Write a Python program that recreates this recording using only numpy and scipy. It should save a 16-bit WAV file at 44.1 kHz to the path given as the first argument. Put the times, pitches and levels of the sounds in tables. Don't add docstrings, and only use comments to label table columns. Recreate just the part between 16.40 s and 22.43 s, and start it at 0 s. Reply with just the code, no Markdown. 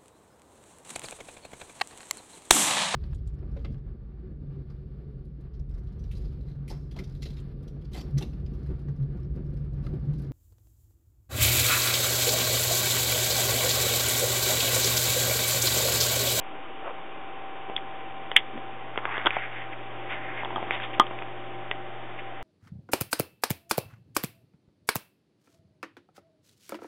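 import sys
import numpy as np
from scipy import signal
from scipy.fft import rfft, irfft
from scipy.io import wavfile

SR = 44100
rng = np.random.default_rng(int(sys.argv[2]) if len(sys.argv) > 2 else 0)


def store_pcm(level_fs):
    pcm = np.round(np.clip(level_fs, -1, 1) * 32767).astype(np.int16)
    wavfile.write(sys.argv[1], SR, np.atleast_2d(pcm).T)


N = 265834
TIME_S = np.arange(N) / SR
HIT_TIME_S = TIME_S[:SR // 5]

# frequency in Hz, relative density in dB.
SHELVES_SPECTRUM = [(40, -15.5), (100, -13), (200, -14), (310, 1), (450, -4.5), (750, -4), (1050, -4),
                    (1400, -8.5), (1900, -13.5), (2400, -10), (3000, -12.5), (3600, -18)]
WINDOW_SPECTRUM = [(40, -21), (100, -12), (200, -8), (330, -4), (500, -0.5), (720, 2.5), (1000, -3.5),
                   (1500, -5), (2050, -3.5), (2350, -10), (3000, -9.5), (3600, -13.5)]
# time in seconds, level in dB, window share of the power from 0 to 1.
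AIR_TURN = [(0, -40.5, 0.16), (3.4, -40, 0.47), (4.2, -36, 0.39), (5.0, -40, .5), (6.03, -40, .85)]
# multiple of the hum frequency, relative level in dB.
HUM_OVERTONES = [(3, 0), (5, -6)]
# frequency in Hz, relative level in dB.
WHINE_TONES = [(167, -20), (778.2, -1), (1039, -14), (2336, -17)]
# time in seconds, level in dB.
HUM_LEVELS = [(0.15, -70), (2.68, -52.5), (4.46, -49), (5.9, -52.5)]
OVERTONE_LEVELS = [(0, -66), (3.0, -65.5), (3.7, -50.5), (5.1, -49), (6.03, -54.5)]
WHINE_LEVELS = [(0, -46.5), (1.5, -42.5), (2.5, -45.5), (4.2, -44.5), (4.75, -42.5), (6.03, -46.5)]
# middle in seconds, half length in seconds, level in dB, band centre in Hz.
BRUSH_STROKES = [ (0.474, 0.035, -34.5, 700), (1.306, 0.019, -41.5, 443), (2.164, 0.026, -39, 307),
                 (2.588, 0.0095, -34.5, 1100), (2.671, 0.045, -39.5, 1070), (2.773, 0.079, -33, 1260),
                 (2.953, 0.057, -34.5, 1600), (3.047, 0.03, -38.5, 1820), (3.177, 0.062, -38.5, 1950),
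                 (3.328, 0.01, -38.5, 2080), (3.724, 0.032, -34, 1640), (3.88, 0.14, -41, 1900),
                 (4.003, 0.025, -38.5, 2000), (4.342, 0.026, -31, 1850), (4.437, 0.025, -34.5, 2600),
                 (4.545, 0.0095, -37, 2300), (5.795, 0.012, -40, 2370), ]
# start in seconds, spot level in dB, spot pitch in Hz, spot T60 in seconds,
# case level in dB.
LIGHT_TOUCHES = [ (1.2984, -17, 620, 0.0041, -25.5), (1.3650, -12, 3390, 0.011, -50),
                 (1.3784, -25.5, 2050, .012, -50), (1.916, -19, 3040, 0.0057, -18),
                 (1.9619, -17, 2400, .01, -32), (2.1771, -25.5, 372, 0.0081, -30),
                 (2.5588, -23.5, 1450, .008, -25), (2.5758, -7.5, 1000, 0.0059, -8.5),
                 (2.6540, -15, 1630, 0.0061, -15.5), (2.7798, -26, 3200, 0.007, -18.5),
                 (2.8523, -12.5, 940, .003, -23.5), (2.9067, -13, 2420, 0.0058, -42),
                 (2.9678, -13, 760, 0.013, -30), (4.034, -20, 920, 0.012, -36),
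                 (4.0483, -24.5, 3350, .006, -23), (4.0562, -21, 890, 0.017, -26),
                 (4.1056, -22, 900, .016, -28), (4.1703, -18.5, 700, .0075, -34),
                 (4.1810, -20.5, 882, 0.016, -37.5), (4.2277, -13.5, 646, 0.0047, -23),
                 (4.3087, -11, 2310, 0.0055, -14), (4.4009, -21.5, 1680, 0.0053, -28),
                 (4.6680, -27.5, 3100, .007, -31), (4.7114, -17, 780, 0.0041, -32.5),
                 (4.7890, -24, 2500, .005, -29.5), (4.8225, -28, 2500, 0.007, -24.5),
                 (5.3132, -13, 2810, 0.0048, -15.5), (5.3134, -15, 1950, 0.013, -37), ]
# frequency in Hz, relative level in dB, T60 in seconds.
CASE_MODES = [(366, -8.5, 0.017), (895, 6, 0.0035), (1012, -26, 0.0054), (1620, -17, 0.0017),
              (2063, -4.5, 0.0095), (2775, -13, 0.011), (3320, -14, 0.013)]
PANEL_MODES = [(903, -5.5, .012), (1079, -9, 0.043), (1215, -7, 0.063), (3278, -8, .014)]
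# start in seconds, level in dB.
PANEL_KNOCKS = [(4.1599, -18), (4.5980, -0.5)]


def from_db(db):
    return 10 ** (np.asarray(db) / 20)


def unit_rms(x):
    return x / np.sqrt(np.mean(x ** 2) + 1e-20)


def curves(rows):
    times_s, *columns = np.transpose(rows)
    return [np.interp(TIME_S, times_s, column) for column in columns]


def add(out, start_s, sound):
    at = max(round(start_s * SR), 0)
    out[at:at + len(sound)] += sound[:N - at]


def coloured_noise(spectrum):
    hz, db = np.transpose(spectrum)
    bins_hz = np.maximum(np.arange(N // 2 + 1) * SR / N, 1)
    gains = from_db(np.interp(np.log(bins_hz), np.log(hz), db))
    return unit_rms(irfft(rfft(rng.standard_normal(N)) * gains, N))


def room_air():
    level_db, share = curves(AIR_TURN)
    shelves = np.sqrt(1 - share) * coloured_noise(SHELVES_SPECTRUM)
    window = np.sqrt(share) * coloured_noise(WINDOW_SPECTRUM)
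    return from_db(level_db) * (shelves + window)


def drift(knots_per_s):
    knots = rng.standard_normal(N // 100)
    return np.interp(TIME_S * knots_per_s, np.arange(len(knots)), knots)


def tone(hz, waver_hz, flutter_db=1.2):
    phase = 2 * np.pi * np.cumsum(hz + waver_hz * drift(4.5)) / SR
    return np.sqrt(2) * np.sin(phase) * from_db(flutter_db * drift(7))


def mains_hum(hz=120.15):
    hum_db, = curves(HUM_LEVELS)
    overtones_db, = curves(OVERTONE_LEVELS)
    hum = tone(hz, waver_hz=0.1, flutter_db=0.3)
    overtones = sum(from_db(db) * tone(k * hz, waver_hz=0.6) for k, db in HUM_OVERTONES)
    return from_db(hum_db) * hum + from_db(overtones_db) * overtones


def fan_whine():
    level_db, = curves(WHINE_LEVELS)
    return from_db(level_db) * sum(from_db(db) * tone(hz, waver_hz=1.0) for hz, db in WHINE_TONES)


def brushing(slips_per_s=1500, size_db=3.0, hiss_db=-4, port_hz=2080, port_width_hz=400, port_gain=0.62):
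    sizes = from_db(size_db * np.minimum(rng.exponential(1, N), 4))
    signs = rng.choice([-1, 1], N)
    slips = unit_rms(sizes * signs * (rng.random(N) < slips_per_s / SR))
    friction = slips + from_db(hiss_db) * rng.standard_normal(N)
    port = signal.iirpeak(port_hz, port_hz / port_width_hz, fs=SR)
    friction += port_gain * signal.lfilter(*port, friction)
    out = np.zeros(N)
    for middle_s, half_s, db, hz in BRUSH_STROKES:
        width_octaves = max(1.46 + 0.14 * (db + 34.5), 0.5)
        edge_ratio = 2 ** (width_octaves / 2)
        edges_hz = np.clip([hz / edge_ratio, hz * edge_ratio], 20, SR / 4)
        band = signal.sosfilt(signal.butter(2, edges_hz, "band", fs=SR, output="sos"), friction)
        envelope = np.exp(-0.75 * ((TIME_S - middle_s) / half_s) ** 2)
        out += from_db(db) * envelope * unit_rms(band)
    return out


def decay(t60_s, hold_s=0):
    return from_db(-60 * np.maximum(HIT_TIME_S - hold_s, 0) / t60_s)


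def mode(hz, t60_s):
    return np.sin(2 * np.pi * hz * HIT_TIME_S) * decay(t60_s)


def ping(db, hz, t60_s=0.008, swell_cycles=0.15):
    sound = mode(hz, t60_s) * (1 - np.exp(-HIT_TIME_S * hz / swell_cycles))
    return from_db(db) * sound / np.abs(sound).max()


def clack(db, spread_db=1.5):
    offsets_db = spread_db * rng.standard_normal(len(CASE_MODES))
    return sum((-1) ** k * from_db(db + mode_db + offsets_db[k]) * mode(hz, t60_s)
               for k, (hz, mode_db, t60_s) in enumerate(CASE_MODES))


def with_tail(click, tail_db=-14, t60_s=0.092, build_s=0.003):
    envelope = decay(t60_s) * (1 - np.exp(-HIT_TIME_S / build_s))
    scatter = rng.standard_normal(len(click)) * envelope
    tail = signal.fftconvolve(click, scatter / np.linalg.norm(scatter))[:len(click)]
    return click + from_db(tail_db) * tail


def light_touches():
    out = np.zeros(N)
    for start_s, spot_db, hz, t60_s, case_db in LIGHT_TOUCHES:
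        add(out, start_s, with_tail(ping(spot_db, hz, t60_s) + clack(case_db)))
    return out


def sharp_click(start_s=1.9635, click_db=-0.5, clack_offset_db=-18.5, tail_db=-11,
                from_hz=1974, to_hz=3412, rise_s=0.0028, swell_s=0.00076,
                chatter_db=-7.5, loss_db=3, gap_s=0.0024):
    out = np.zeros(N)
    pitch_hz = np.interp(HIT_TIME_S, [rise_s / 2, rise_s], [from_hz, to_hz])
    envelope = (1 - np.exp(-HIT_TIME_S / swell_s)) * decay(t60_s=0.0087, hold_s=rise_s)
    chirp = from_db(click_db) * envelope * np.sin(2 * np.pi * np.cumsum(pitch_hz) / SR)
    add(out, start_s, with_tail(chirp + clack(click_db + clack_offset_db), tail_db))
    for k, hz in enumerate((3030, 1960, 2900, 3030)):
        db = chatter_db - k * loss_db
        chatter = ping(db, hz) + clack(db + clack_offset_db)
        add(out, start_s + rise_s + (k + 1) * gap_s, with_tail(chatter, tail_db))
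    return out


def grip_slip(start_s=2.8594, gap_s=0.003, first_db=-14, rise_db=1.77, case_offset_db=-3.5):
    out = np.zeros(N)
    for k, spot_hz in enumerate((3290, 1500, 800, 3290, 1500)):
        db = first_db + k * rise_db
        catch = ping(db, spot_hz) + clack(db + case_offset_db)
        add(out, start_s + k * gap_s, with_tail(catch, tail_db=-13))
    return out


def finger_fidgets(start_s=4.0, span_s=0.6, count=7, centre_hz=706, spread_octaves=0.8):
    out = np.zeros(N)
    for when, pitch in rng.random((count, 2)):
        hz = centre_hz * 2 ** (spread_octaves * (2 * pitch - 1))
        tick = ping(db=-30, hz=hz) + clack(db=-30.5)
        add(out, start_s + when * span_s, with_tail(tick))
    return out


def finger_knocks(thud_offset_db=-13, case_offset_db=-10, rebound_s=0.0083, rebound_db=-20):
    out = np.zeros(N)
    for start_s, db in PANEL_KNOCKS:
        panel = sum((-1) ** k * ping(db + mode_db, hz, t60_s)
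                    for k, (hz, mode_db, t60_s) in enumerate(PANEL_MODES))
        thud = ping(db + thud_offset_db, hz=370, t60_s=0.021)
        knock = clack(db + case_offset_db) - panel - thud
        add(out, start_s, with_tail(knock, tail_db=-10))
        add(out, start_s + rebound_s, from_db(rebound_db) * knock)
    return out


def scene(low_cut_hz=170):
    room = room_air() + mains_hum() + fan_whine()
    strokes = brushing()
    clicks = light_touches() + sharp_click() + finger_knocks() + grip_slip() + finger_fidgets()
    low_cut = signal.butter(1, low_cut_hz, "high", fs=SR, output="sos")
    return (room + strokes + signal.sosfilt(low_cut, clicks))[None]


def record(dry, band_hz=3688, clip_level=0.71, stop_hz=16855, dc_offset=-0.015):
    narrow = signal.sosfiltfilt(signal.butter(30, band_hz, fs=SR, output="sos"), dry)
    clipped = np.clip(narrow, -clip_level, clip_level)
    high_cut = signal.cheby2(20, 60, stop_hz, fs=SR, output="sos")
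    return dc_offset + signal.sosfilt(high_cut, clipped)


dry = scene()
out = record(dry)
store_pcm(out)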